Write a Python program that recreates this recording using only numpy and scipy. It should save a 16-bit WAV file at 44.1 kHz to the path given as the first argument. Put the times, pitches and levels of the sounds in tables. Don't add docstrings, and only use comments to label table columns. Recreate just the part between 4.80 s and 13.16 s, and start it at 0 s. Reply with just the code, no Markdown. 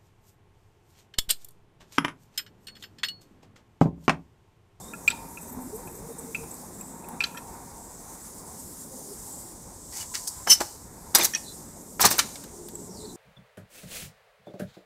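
import sys
import numpy as np
from scipy import signal
from scipy.fft import rfft, irfft, next_fast_len
from scipy.io import wavfile

SR = 44100
rng = np.random.default_rng(int(sys.argv[2]) if len(sys.argv) > 2 else 0)


def decibels_to_gain(level_db):
    exponent = np.asarray(level_db, float) / 20
    return 10 ** exponent


def persist_wave(psi):
    counts = np.round(np.clip(psi, -1, 1) * 32767).astype(np.int16)
    wavfile.write(sys.argv[1], SR, np.atleast_2d(counts).T)


N = 368676
TIME = np.arange(N) / SR


def rms_one(x):
    return x / np.sqrt(np.mean(x ** 2) + 1e-20)


def in_time(rows):
    s, *columns = np.transpose(rows)
    return [np.interp(TIME, s, column) for column in columns]


def band(x, low_hz, high_hz, order=2):
    edges = [low_hz, min(high_hz, .45 * SR)]
    return signal.sosfilt(signal.butter(order, edges, "band", fs=SR, output="sos"), x)


def coloured(x, spectrum):
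    hz, level_db = np.transpose(spectrum)
    size = next_fast_len(len(x), True)
    grid_hz = np.arange(1, size // 2 + 2) * SR / size
    gain = decibels_to_gain(np.interp(np.log(grid_hz), np.log(hz), level_db, -90, -90))
    return rms_one(irfft(rfft(x, size) * gain, size)[:len(x)])


def drift(rate_hz, size=N):
    r = np.exp(-80 * np.pi * rate_hz / SR)
    slow = signal.lfilter([1], [1, -2 * r, r * r], rng.standard_normal(size // 40 + 502))[500:]
    slow = (slow - slow.mean()) / slow.std()
    return np.interp(np.arange(size) / 40, np.arange(len(slow)), slow)


def resonances(x, modes):
    out = 0
    for k, (hz, width_hz, level_db) in enumerate(modes):
        r = np.exp(-np.pi * width_hz / SR)
        feed = np.array([1, 0, -1]) * (1 - r * r) / 2
        back = [1, -2 * r * np.cos(2 * np.pi * hz / SR), r * r]
        out = out + (-1) ** k * decibels_to_gain(level_db) * signal.lfilter(feed, back, x)
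    return out


def grains(per_s, spread_db):
    sizes = decibels_to_gain(spread_db * np.minimum(rng.exponential(1, N), 4)) * rng.choice([-1, 1], N)
    return rms_one(sizes * (rng.random(N) < per_s / SR) + 1e-9)


def add(out, s, sound):
    i = round(s * SR)
    out[i:i + len(sound)] += sound[:N - i]


def struck(t, hz, level_db, t60, rise):
    return decibels_to_gain(level_db - 60 * t / t60) * (1 - np.exp(-t / rise)) * np.sin(2 * np.pi * hz * t)


def presses(rows, fade_db_s, extra_db=None, lift_db=0):
    out = np.zeros(N)
    for k, (start, length, final_db, swell_db, *_) in enumerate(rows):
        i = int(start * SR)
        t = TIME[:min(SR, N - i)]
        level_db = final_db - swell_db * np.maximum(1 - t / max(length, 1e-3), 0)
        level_db = level_db - fade_db_s * np.maximum(t - length, 0)
        level_db = level_db - lift_db * np.clip((t - length) / 0.0038, 0, 1)
        out[i:i + SR] += np.minimum(t / 0.0064, 1) * decibels_to_gain(level_db + (extra_db[k] if extra_db else 0))
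    return out


# (time [s], heavy traffic level [dB], tyre whine level [dB])
ROAD_LEVELS = [(0.0, -51, -50.5), (.46, -50, -49), (1.21, -47.5, -50.5), (1.91, -49, -51.5),
               (2.33, -47.5, -48.5), (3.26, -55.5, -51.5), (4.15, -50.5, -54), (5.42, -58.5, -55),
               (6.03, -57, -57), (6.3, -51, -52.5), (7.03, -52, -59.5), (7.42, -48, -55.5),
               (7.71, -52, -58.5), (8.36, -50.5, -55.5)]
# (frequency [Hz], level [dB])
RUMBLE_SPECTRUM = [(65, -43), (110, -11), (166, 2.5), (275, 0.5), (330, -7), (430, -7.5), (730, -120)]


def road():
    rumble_db, whine_db = in_time(ROAD_LEVELS)
    roar_db = -54 + 0.39 * (rumble_db - rumble_db.mean())
    white = rng.standard_normal((4, N))
    wind = decibels_to_gain(-54 + 2.2 * drift(6.1)) * rms_one(band(white[3], 31, 116))
    rumble = decibels_to_gain(rumble_db + 1.0 + 1.73 * drift(24.0)) * coloured(white[0], RUMBLE_SPECTRUM)
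    roar = decibels_to_gain(roar_db + 1.8 * drift(20.0)) * rms_one(band(white[1], 284, 600))
    tyre_modes = [(930, 15.0, 4.5), (810, 113, -5.5), (1032, 110, -2.0), (743, 105, -3.0)]   # Hz, width, dB
    whine = rms_one(resonances(white[2], tyre_modes))
    return wind + rumble + roar + decibels_to_gain(whine_db - 2.14 + 2.7 * drift(5.9)) * whine


# (time [s], hedge level [dB], treetop level [dB])
BREEZE_LEVELS = [(0.0, -47.5, -56), (0.3, -50.5, -54), (2.0, -46, -50), (2.98, -48.5, -54),
                 (3.33, -49.5, -55), (3.91, -47.5, -52), (4.56, -45, -50), (4.84, -48.5, -57.5),
                 (5.1, -46, -55), (5.35, -40.5, -50.5), (6.12, -50.5, -58), (6.36, -46.5, -54),
                 (6.52, -42.5, -50), (6.89, -47.5, -55.5), (7.24, -50, -55), (7.38, -40.5, -50),
                 (7.68, -45, -54.5), (8.36, -49, -60)]
# (frequency [Hz], level [dB])
HEDGE_SPECTRUM = [(2650, -22.5), (4500, -11.5), (4900, -7), (6430, -1.5), (7170, 2.5), (8380, 2.5),
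                  (9500, -9.5), (12400, -25), (20900, -120)]
TREETOP_SPECTRUM = [(5590, -19), (9500, -3.5), (10200, -7), (11200, -5.5), (14200, -12), (15900, -10)]
AIR_SPECTRUM = [(900, 1), (1100, 0.5), (1850, -7), (2200, -9), (2700, -18), (3150, -42), (3600, -13),
                (4300, -21), (5000, -44), (6000, -31)]
# (lowest frequency [Hz], highest frequency [Hz])
BUSH_BANDS = [(4000, 5600), (5600, 7000), (7000, 8600), (8600, 10500), (10500, 13500)]


def leaves():
    hedge_db, top_db = in_time(BREEZE_LEVELS)
    tyre_db = in_time(ROAD_LEVELS)[1]
    air_db = -60 + 0.73 * (tyre_db - tyre_db.mean())
    white = rng.standard_normal((3, N))
    hedge = decibels_to_gain(hedge_db - 1) * coloured(white[0], HEDGE_SPECTRUM)
    hiss = hedge + decibels_to_gain(top_db + 3) * coloured(white[1], TREETOP_SPECTRUM)
    for low_hz, high_hz in BUSH_BANDS:
        hiss = hiss + (decibels_to_gain(1.5 * drift(4.5)) - 1) * band(hiss, low_hz, high_hz)
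    gusts = decibels_to_gain(-1.32 + 0.97 * drift(12) + 1.6 * drift(0.43))
    return gusts * hiss + decibels_to_gain(air_db + 1.6 * drift(4.3)) * coloured(white[2], AIR_SPECTRUM)


# (start time [s], end time [s], start frequency [Hz], end frequency [Hz], level [dB])
FAR_TONES = [(0.255, 0.758, 927, 930, -55.5), (0.691, 0.911, 242, 264, -47.5), (0.86, 1.054, 326, 553, -48),
             (1.026, 1.146, 372, 350, -52.5), (1.05, 1.674, 461, 456.4, -53.5),
             (1.252, 1.6, 252.3, 250, -53.5), (2.101, 2.65, 920, 957, -56.5),
             (2.697, 3.15, 930, 930, -60.5), (4.101, 4.26, 532, 507, -57.5),
             (4.207, 4.368, 412.5, 403, -51.5), (4.589, 4.79, 326, 328, -57),
             (4.948, 5.655, 973, 1028, -62), (7.716, 8.402, 356, 353.5, -56),
             (7.721, 8.396, 418, 427, -55.5), (7.9, 8.403, 197, 168.7, -55), (0, 0.142, 3570, 3750, -63),
             (0.315, .41, 3700, 3720, -63), (1.277, 1.468, 3720, 3720, -73)]


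def drones():
    out, t = np.zeros(N), TIME[:SR]
    for start, end, from_hz, to_hz, db in FAR_TONES:
        hz = np.interp(t, [0, end - start], [from_hz, to_hz]) * (1 + 0.0059 * drift(8.9, size=SR))
        swell = np.clip(np.minimum(t, end - start - t) / 0.032, 0, 1)
        waver = 0.33 + drift(8 + to_hz / 60, size=SR)
        add(out, start, swell * decibels_to_gain(db + 6.5) * waver * np.sin(2 * np.pi * np.cumsum(hz) / SR))
    return out


# (start time [s], length [s], level [dB])
BIRD_CALLS = [
    (6.57, .16, -50),
    (8.07, .26, -52),
]
# (frequency [Hz], level [dB])
BIRD_LINES = [(3560, -6), (3740, -6), (4020, 0), (4360, -4), (4710, -3), (5120, -5), (5450, -5), (5670, -2),
              (5890, -6)]


def bird():
    out, t = np.zeros(N), TIME[:SR // 3]
    from_hz, to_hz, width_hz = 5700, 4050, 620
    for start, length, db in BIRD_CALLS:
        slide = 1 / (1 + np.exp((t / length - .38) / .07))
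        stress_hz = to_hz + (from_hz - to_hz) * slide
        swell = np.clip(np.minimum(t, length + .02 - t) / 0.045, 0, 1)
        swell = swell * decibels_to_gain(db + 2.5 * drift(33, size=len(t)))
        breath = rms_one(band(rng.standard_normal((len(BIRD_LINES), len(t))), 6, 60))
        for (hz, line_db), noise in zip(BIRD_LINES, breath):
            stress = np.exp(-((hz - stress_hz) / width_hz) ** 2)
            add(out, start, swell * decibels_to_gain(line_db) * stress * noise * np.sin(2 * np.pi * hz * t))
    return out


def walls(x):
    t = TIME[:SR // 3]
    fade = decibels_to_gain(-47 - 60 * t / 0.41) * (t > .006)
    response = fade * rng.standard_normal(len(t))
    return signal.fftconvolve(band(x, 280, 10600, order=1), response)[:N]


# (time [s], peak level [dB], low modes level [dB])
TOOL_TAPS = [
    (6.536, -13, -9),
    (6.549, -2, -20),
]
# (frequency [Hz], level [dB], time to fall 60 dB [s])
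TOOL_MODES = [(1810, -7, 0.054), (2480, -17, 0.12), (3050, -22, 0.088), (4500, -34, 0.07),
              (5120, -43, 0.31), (5660, -2.5, 0.03), (6200, -10, 0.03), (6360, -16, 0.025),
              (7483, -34, 5.0)]


def small_tool():
    out, t = np.zeros(N), TIME[:SR // 8]
    rattle = band(rng.standard_normal((len(TOOL_TAPS), len(t))) * decibels_to_gain(-60 * t / 0.1), 1400, 4600)
    for (s, peak_db, low_db), noise in zip(TOOL_TAPS, rattle):
        add(out, s, decibels_to_gain(peak_db - 22) * noise)
        for hz, db, t60 in TOOL_MODES:
            favour_db = (low_db + 10.5 + 5 * (hz > 2000)) * (hz < 3500)
            add(out, s, struck(t, hz, peak_db + db - 7.0 + favour_db, min(t60, .045), 0.00057))
    return out


# (start time [s], length [s], final level [dB], swell [dB])
FORK_GRAZES = [
    (5.672, 0.025, -19, 0),
    (5.695, 0.017, -3.5, 9),
    (5.71, 0.023, -7, -4),
    (5.731, 0.0086, -15, -7),
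]
# (first level [dB], second level [dB], third level [dB], fourth level [dB])
GRAZE_REACH = [(-20, -12, -14, -27), (-18.5, -12, -2.5, -12), (-20, -4.5, -12, -23), (-22, -11, -6, -18)]
# (frequency [Hz], level [dB])
FORK_MODES = [
    [(3022, 2)],
    [(5305, -1.5), (5413, -14), (4655, -16.5), (14120, -14)],
    [(5976, -2), (6126, -14), (6464, -17), (6840, -20)],
    [(9850, -2), (11100, -5), (9100, -9), (13000, -11)],
]


def fork():
    out, start = np.zeros(N), round(FORK_GRAZES[0][0] * SR)
    span, size = slice(start, start + SR // 4), SR // 4
    for modes, reach_db in zip(FORK_MODES, zip(*GRAZE_REACH)):
        rubbing = presses(FORK_GRAZES, 620, reach_db, 13)
        tail = decibels_to_gain(-38) * presses(FORK_GRAZES, 520, reach_db)
        drive = rubbing + tail
        for hz, db in modes:
            ring = np.sin(2 * np.pi * hz * TIME[span] + 1.1 * drift(70, size=size))
            out[span] += drive[span] * decibels_to_gain(db + 1.5 + 1.6 * drift(140, size=size)) * ring
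    return out


# (start time [s], length [s], frequency [Hz], level [dB]); close pairs beat
STUD_SPOTS = [(0.2776, 0.0067, 2430, -8.5), (0.278, 0.0071, 2640, -18), (0.2772, .003, 12400, -32),
              (0.277, .001, 5070, -32.5), (0.28, 0.0015, 7530, -17), (0.281, .008, 3500, -43),
              (0.3022, 0.001, 7870, -19.5), (0.303, 0.013, 3690, -34), (0.313, 0.011, 4050, -41),
              (0.31, 0.0082, 3030, -41), (1.546, .002, 7800, -32), (1.5466, .008, 2467, -22.5),
              (1.5468, .008, 2645, -22.5), (2.4, 0.0036, 5800, -47), (2.4395, 0.0022, 4470, -18.5),
              (2.44, 0.0048, 4060, -21.5), (2.447, 0.012, 6250, -41), (2.581, .002, 12600, -38),
              (2.438, 0.0053, 3130, -25), (2.57, 0.014, 5670, -44), (2.571, 0.0065, 3200, -42),
              (2.564, 0.029, 1820, -45)]
# (start time [s], length [s], frequency [Hz], level [dB])
ARM_SPOTS = [(5.128, .05, 1940, -50), (5.208, 0.016, 2940, -40), (5.343, .02, 1936, -39),
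             (5.6715, 0.0018, 5260, -24), (6.349, 0.011, 4920, -13.5), (6.35, 0.0088, 5850, -12),
             (6.351, .007, 8540, -19), (6.351, .01, 3770, -22), (6.385, .006, 7910, -27),
             (6.384, .006, 10800, -24), (6.386, .012, 12600, -27), (6.407, 0.014, 6200, -26),
             (6.422, 0.0068, 6200, -26), (6.407, .014, 5050, -32), (6.408, 0.0096, 3680, -24),
             (6.421, .005, 3500, -25), (6.409, 0.006, 2410, -24), (6.45, .006, 6600, -22),
             (6.453, 0.012, 3980, -30), (6.541, 0.0057, 3300, -33), (6.558, 0.0093, 2540, -30),
             (6.555, .008, 4450, -41), (7.207, 0.0064, 1016, -22.5), (7.216, .01, 5660, -24),
             (7.24, 0.024, 1210, -19), (7.241, 0.022, 800, -20), (7.245, 0.018, 388, -25),
             (7.24, 0.069, 106, -29), (7.24, 0.045, 183, -28), (7.253, 0.0064, 7160, -15),
             (7.255, .01, 4370, -21), (7.253, .008, 6200, -19), (7.284, 0.008, 4590, -31),
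             (7.288, .003, 5700, -22), (7.305, 0.025, 3630, -35), (7.31, .02, 5720, -43),
             (7.389, .003, 6740, -28), (7.391, 0.009, 4760, -23), (7.391, 0.014, 3030, -25),
             (7.395, 0.0027, 1370, -21), (7.312, .02, 1110, -33), (7.398, 0.0065, 2390, -31),
             (7.555, 0.0071, 2230, -46.5), (7.883, 0.0044, 2070, -59), (7.953, 0.002, 7700, -27)]


def rings():
    out, t = np.zeros(N), TIME[:SR // 10]
    sag_db_s, fade_db_s, rise_s = 250, 2597, 0.0008
    for start, length, hz, db in STUD_SPOTS + ARM_SPOTS:
        loss_db = sag_db_s * t + fade_db_s * np.maximum(t - length, 0)
        wobble_db = 1.4 * drift(100, size=len(t))
        level = decibels_to_gain(db - loss_db + wobble_db) * (1 - np.exp(-t / rise_s))
        add(out, start, level * np.sin(2 * np.pi * hz * t))
    return out


# (time [s], frequency [Hz], level [dB])
EDGE_SNAPS = [(5.171, 7600, -26), (5.184, 7000, -27), (5.2005, 7500, -18), (5.3538, 5870, -10),
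              (5.6722, 830, -29), (5.8119, 663, -22.5), (5.817, 900, -27), (6.3556, 5440, -9),
              (6.4476, 6660, -3), (6.4518, 5900, -4), (6.5495, 6400, -14), (7.2125, 11300, -2),
              (7.218, 5600, -6), (7.2545, 6500, -1), (7.3898, 6500, -4)]


def snaps():
    out, t = np.zeros(N), TIME[:SR // 20]
    for s, hz, db in EDGE_SNAPS:
        add(out, s, struck(t, hz, db + 3.0, 16.0 / hz, 0.00012))
    return out


# (time [s], peak level [dB], top level [dB], thud level [dB])
SHARP_BLOWS = [(1.326, -53.5, -48, -59), (1.638, -74, -42, -43), (2.287, -61, -30, -42),
               (2.4385, -43, -29.5, -50), (5.354, -13, -32, -43), (5.473, -23, -32, -47),
               (5.6733, -15, -28, -18), (5.812, -22, -43, -19), (6.349, 2, 5.5, -12), (6.3547, 4, -3, -13),
               (6.3847, -23, -12, -22), (6.406, -9, -26, -39), (6.43, -26, -26, -40),
               (6.4346, -18, -11, -27), (6.443, -32, -18, -40), (6.448, -22, -10, -31),
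               (6.4517, -11, -6, -30), (7.196, -15, -33, -19.5), (7.2032, -35, -20, -32),
               (7.208, -13, -11, -18), (7.2123, -20, -6, -39), (7.2176, -3, -14, -42),
               (7.2243, -24, -16, -42), (7.229, -22, -22, -44), (7.2377, -7, -31, -18),
               (7.25, -20, -19, -30), (7.252, -14, -2, -15), (7.262, -8, -5, -23), (7.306, -26, -15, -33),
               (7.3136, -18, -11.5, -21), (7.3826, -32, -12, -23), (7.3915, 2.5, -35, -19.5),
               (7.5564, -19.5, -37, -45), (7.639, -26, -36, -45), (7.886, -26.5, -30.5, -46),
               (7.954, -37, -35, -49)]
# (frequency [Hz], width [Hz], level [dB])
ARM_MODES = [(348, 21, -2), (800, 164, 5), (1130, 380, -1), (1635, 250, 4.5), (2160, 410, -4.5),
             (2650, 26, -37), (3040, 31, -39), (3220, 76, -1), (3980, 99, -24), (3900, 100, -22)]


def blows():
    out, t = np.zeros(N), TIME[:SR // 8]
    white = rng.standard_normal((len(SHARP_BLOWS), 3, len(t)))
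    crack = 9.1 * (np.arange(len(t)) == 4)
    rise = 1 - np.exp(-t / 0.0006)
    for (s, peak_db, top_db, thud_db), noise in zip(SHARP_BLOWS, white):
        spray = noise[0] * rise * decibels_to_gain(-60 * t / 0.06) + crack
        top = noise[1] * rise * decibels_to_gain(-60 * t / 0.025) + crack
        thud = resonances(noise[2] * decibels_to_gain(-60 * t / 0.04), ARM_MODES)
        thud = thud + decibels_to_gain(-9.0) * noise[2] * decibels_to_gain(-60 * t / 0.01) + decibels_to_gain(-2.5) * crack
        add(out, s, decibels_to_gain(peak_db - 12.5) * band(spray, 3160, 7800))
        add(out, s, decibels_to_gain(top_db - 2.5) * band(top, 9400, 17750))
        add(out, s, decibels_to_gain(thud_db + 7.5) * band(thud, 300, 1940))
    return out


# (start time [s], length [s], final level [dB], swell [dB])
GRIT_DRAGS = [(5.11, 0.073, -34.5, 12), (5.19, 0.033, -32, 11), (5.337, 0.014, -30, 6),
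              (5.365, 0.15, -53, -13), (5.471, 0.013, -28.5, -4), (5.671, 0.025, -27, 17),
              (5.698, 0.035, -18.5, 1), (5.8, 0.3, -61.5, -20), (5.801, 0.008, -30, 0),
              (6.343, 0.0091, -8.5, 32), (6.37, 0.035, -32, 14), (6.405, 0.045, -21.5, 15),
              (6.452, 0.0049, -42, -16), (7.196, 0.02, -18.5, 24), (7.222, 0.014, -29, -5),
              (7.24, 0.016, -10, 28), (7.303, 0.023, -23.5, 2.5), (7.335, 0.045, -42, 3),
              (7.388, 0.0041, -17.5, -7), (7.425, 0.13, -54, -6)]
# (start time [s], length [s], final level [dB], swell [dB], clang over thud [dB])
ARM_LOADS = [(5.117, 0.11, -44, 12.5, 0.5), (5.335, 0.017, -42.5, 7, 7), (5.664, 0.042, -30, 1, -13),
             (5.685, 0.036, -39, 23, 11), (5.796, 0.0096, -22.5, 28, -12), (5.803, 0.048, -72, -17, 0),
             (6.341, 0.055, -21.5, 4, -7), (6.396, 0.052, -28.5, 4, -3), (7.192, 0.051, -23, 7, -4.5),
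             (7.238, 0.021, -12.5, 2, -7), (7.308, 0.056, -34.5, -12.5, -6.5), (7.384, 0.0039, -40, 9, 20),
             (7.455, 0.24, -51, -1, -8.5)]
# (frequency [Hz], level [dB per Hz])
SCUFF_SPECTRUM = [(2350, -43), (4000, -17), (4670, -1), (7930, 2.5), (14900, -12), (15800, -5)]
GRIT_SPECTRUM = [(2350, -59), (4000, -6.5), (6050, 1.5), (6630, -1.5), (8060, 1.5), (9260, -4.5),
                 (13500, -7), (15800, -10.5)]


def drags():
    grit = grains(11000, 4.6) * decibels_to_gain(0.83 * drift(140))
    body = resonances(grit, ARM_MODES) + decibels_to_gain(-5.5) * grit
    crunch = np.where(TIME < 5.6, coloured(grit, SCUFF_SPECTRUM), coloured(grit, GRIT_SPECTRUM))
    hiss = presses(GRIT_DRAGS, 798) * crunch
    clang_db = [row[-1] for row in ARM_LOADS]
    clang = presses(ARM_LOADS, 521, clang_db) * rms_one(band(body, 1010, 5450))
    thud = presses(ARM_LOADS, 521) * rms_one(band(body, 180, 1400))
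    return decibels_to_gain(0.3) * hiss + clang + decibels_to_gain(-5.0) * thud


# (start time [s], length [s], high squeak level [dB], low squeak level [dB])
BALL_SLIPS = [(0.608, .03, -62, -58), (0.672, 0.026, -54, -59), (0.712, .025, -56, -66),
              (0.802, 0.044, -60, -61), (0.94, 0.033, -56, -54.5), (0.998, .01, -65, -62),
              (1.047, 0.025, -58, -64.5), (1.093, 0.087, -61, -61), (1.322, 0.007, -61, -64),
              (1.38, .012, -63, -51), (1.703, 0.044, -60, -53)]
# (frequency [Hz], width [Hz], level [dB])
BALL_MODES = [
    [(12400, 100, 6), (12800, 240, -11), (13600, 270, -10)],
    [(7780, 150, -3), (8800, 220, -8)],
]


def squeak():
    slips = grains(1200, 2.1) * decibels_to_gain(2.2 * drift(50))
    runs = [(start, length, 0, 3.0) for start, length, *_ in BALL_SLIPS]
    out = np.zeros(N)
    for modes, level_db in zip(BALL_MODES, list(zip(*BALL_SLIPS))[2:]):
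        out += decibels_to_gain(9.0) * presses(runs, 700, level_db) * rms_one(resonances(slips, modes))
    return out


# (time [s], square ring level [dB], glancing crack level [dB],
# arm ring level [dB], tip ring level [dB])
STUD_KNOCKS = [(0.135, -39, -61, -36, -37), (0.2773, -43, -22, -32.5, -22), (0.302, -38, -28, -40, -31.5),
               (0.311, -41, -31, -56, -34), (0.573, -38, -67, -48, -49), (1.074, -48.5, -54.5, -53.5, -57),
               (1.548, -22, -38, -47, -39), (2.0095, -55, -62, -63, -28), (2.2423, -52, -64, -55, -45),
               (2.4051, -19.5, -27, -36, -34.5), (2.423, -29, -36, -48, -38),
               (2.4374, -38, -20.5, -35, -34), (2.4677, -57, -57, -50, -38), (2.545, -56, -54, -41, -39),
               (2.573, -42, -38, -41.5, -36)]
# (frequency [Hz], level [dB], time to fall 60 dB [s])
STUD_MODES = [
    [(2490, 16.5, 0.019), (2623, -0.5, 0.076), (2190, -19, 0.054), (2730, -25, .04)],
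    [(1370, 5, 0.065), (1680, -1.5, 0.061)],
    [(3470, -10, 0.045), (3720, -15, 0.035), (4000, -21.5, 0.0083), (4560, -19, 0.018)],
    [(6500, -24, .037), (7500, 4, 0.017), (7870, 3.5, 0.026), (12380, 6, 0.012)],
]


def stud():
    out, t = np.zeros(N), TIME[:SR // 4]
    detune = 1 + 0.005 * rng.standard_normal((len(STUD_KNOCKS), len(STUD_MODES), 4))
    free_ring_s = 0.02
    settle = 1 / (1 + np.exp(np.clip((t - free_ring_s) / 0.0011, -50, 50)))
    choke = decibels_to_gain(-28.0) + (1 - decibels_to_gain(-6.0)) * settle
    noise = rng.standard_normal((len(STUD_KNOCKS), len(t))) * decibels_to_gain(-60 * t / 0.076)
    rattles = band(noise, 1300, 5330, order=3)
    for (s, main_db, crack_db, low_db, bright_db), shifts, rattle in zip(STUD_KNOCKS, detune, rattles):
        ring = 0
        family_levels = (main_db, low_db, crack_db - 1, bright_db)
        for modes, family_db, shift in zip(STUD_MODES, family_levels, shifts):
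            for (hz, db, t60), d in zip(modes, shift):
                ring = ring + struck(t, hz * d, db + family_db, t60, 0.0031)
        hum = struck(t, 2500, main_db - 28.0, 0.14, 0.0033) * decibels_to_gain(5.0 * drift(60, size=len(t)))
        add(out, s, hum + decibels_to_gain(6.5) * ring * choke + decibels_to_gain(crack_db + 1.5) * rattle)
    return out


def scene():
    background = road() + leaves() + drones() + bird()
    ringing = fork() + rings()
    knocks = small_tool() + snaps() + blows() + drags() + squeak() + stud()
    echo = walls(knocks + decibels_to_gain(-7) * ringing)
    return (background + echo + ringing + knocks)[None]


def band_limit(x):
    return signal.sosfilt(signal.butter(12, 16800, fs=SR, output="sos"), x)


def record(dry):
    rounded = .6 * np.tanh(dry / .6)
    mix = signal.sosfilt(signal.cheby2(10, 45, 16200, fs=SR, output="sos"), rounded)
    return band_limit(mix)


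dry = scene()
out = record(dry)
persist_wave(out)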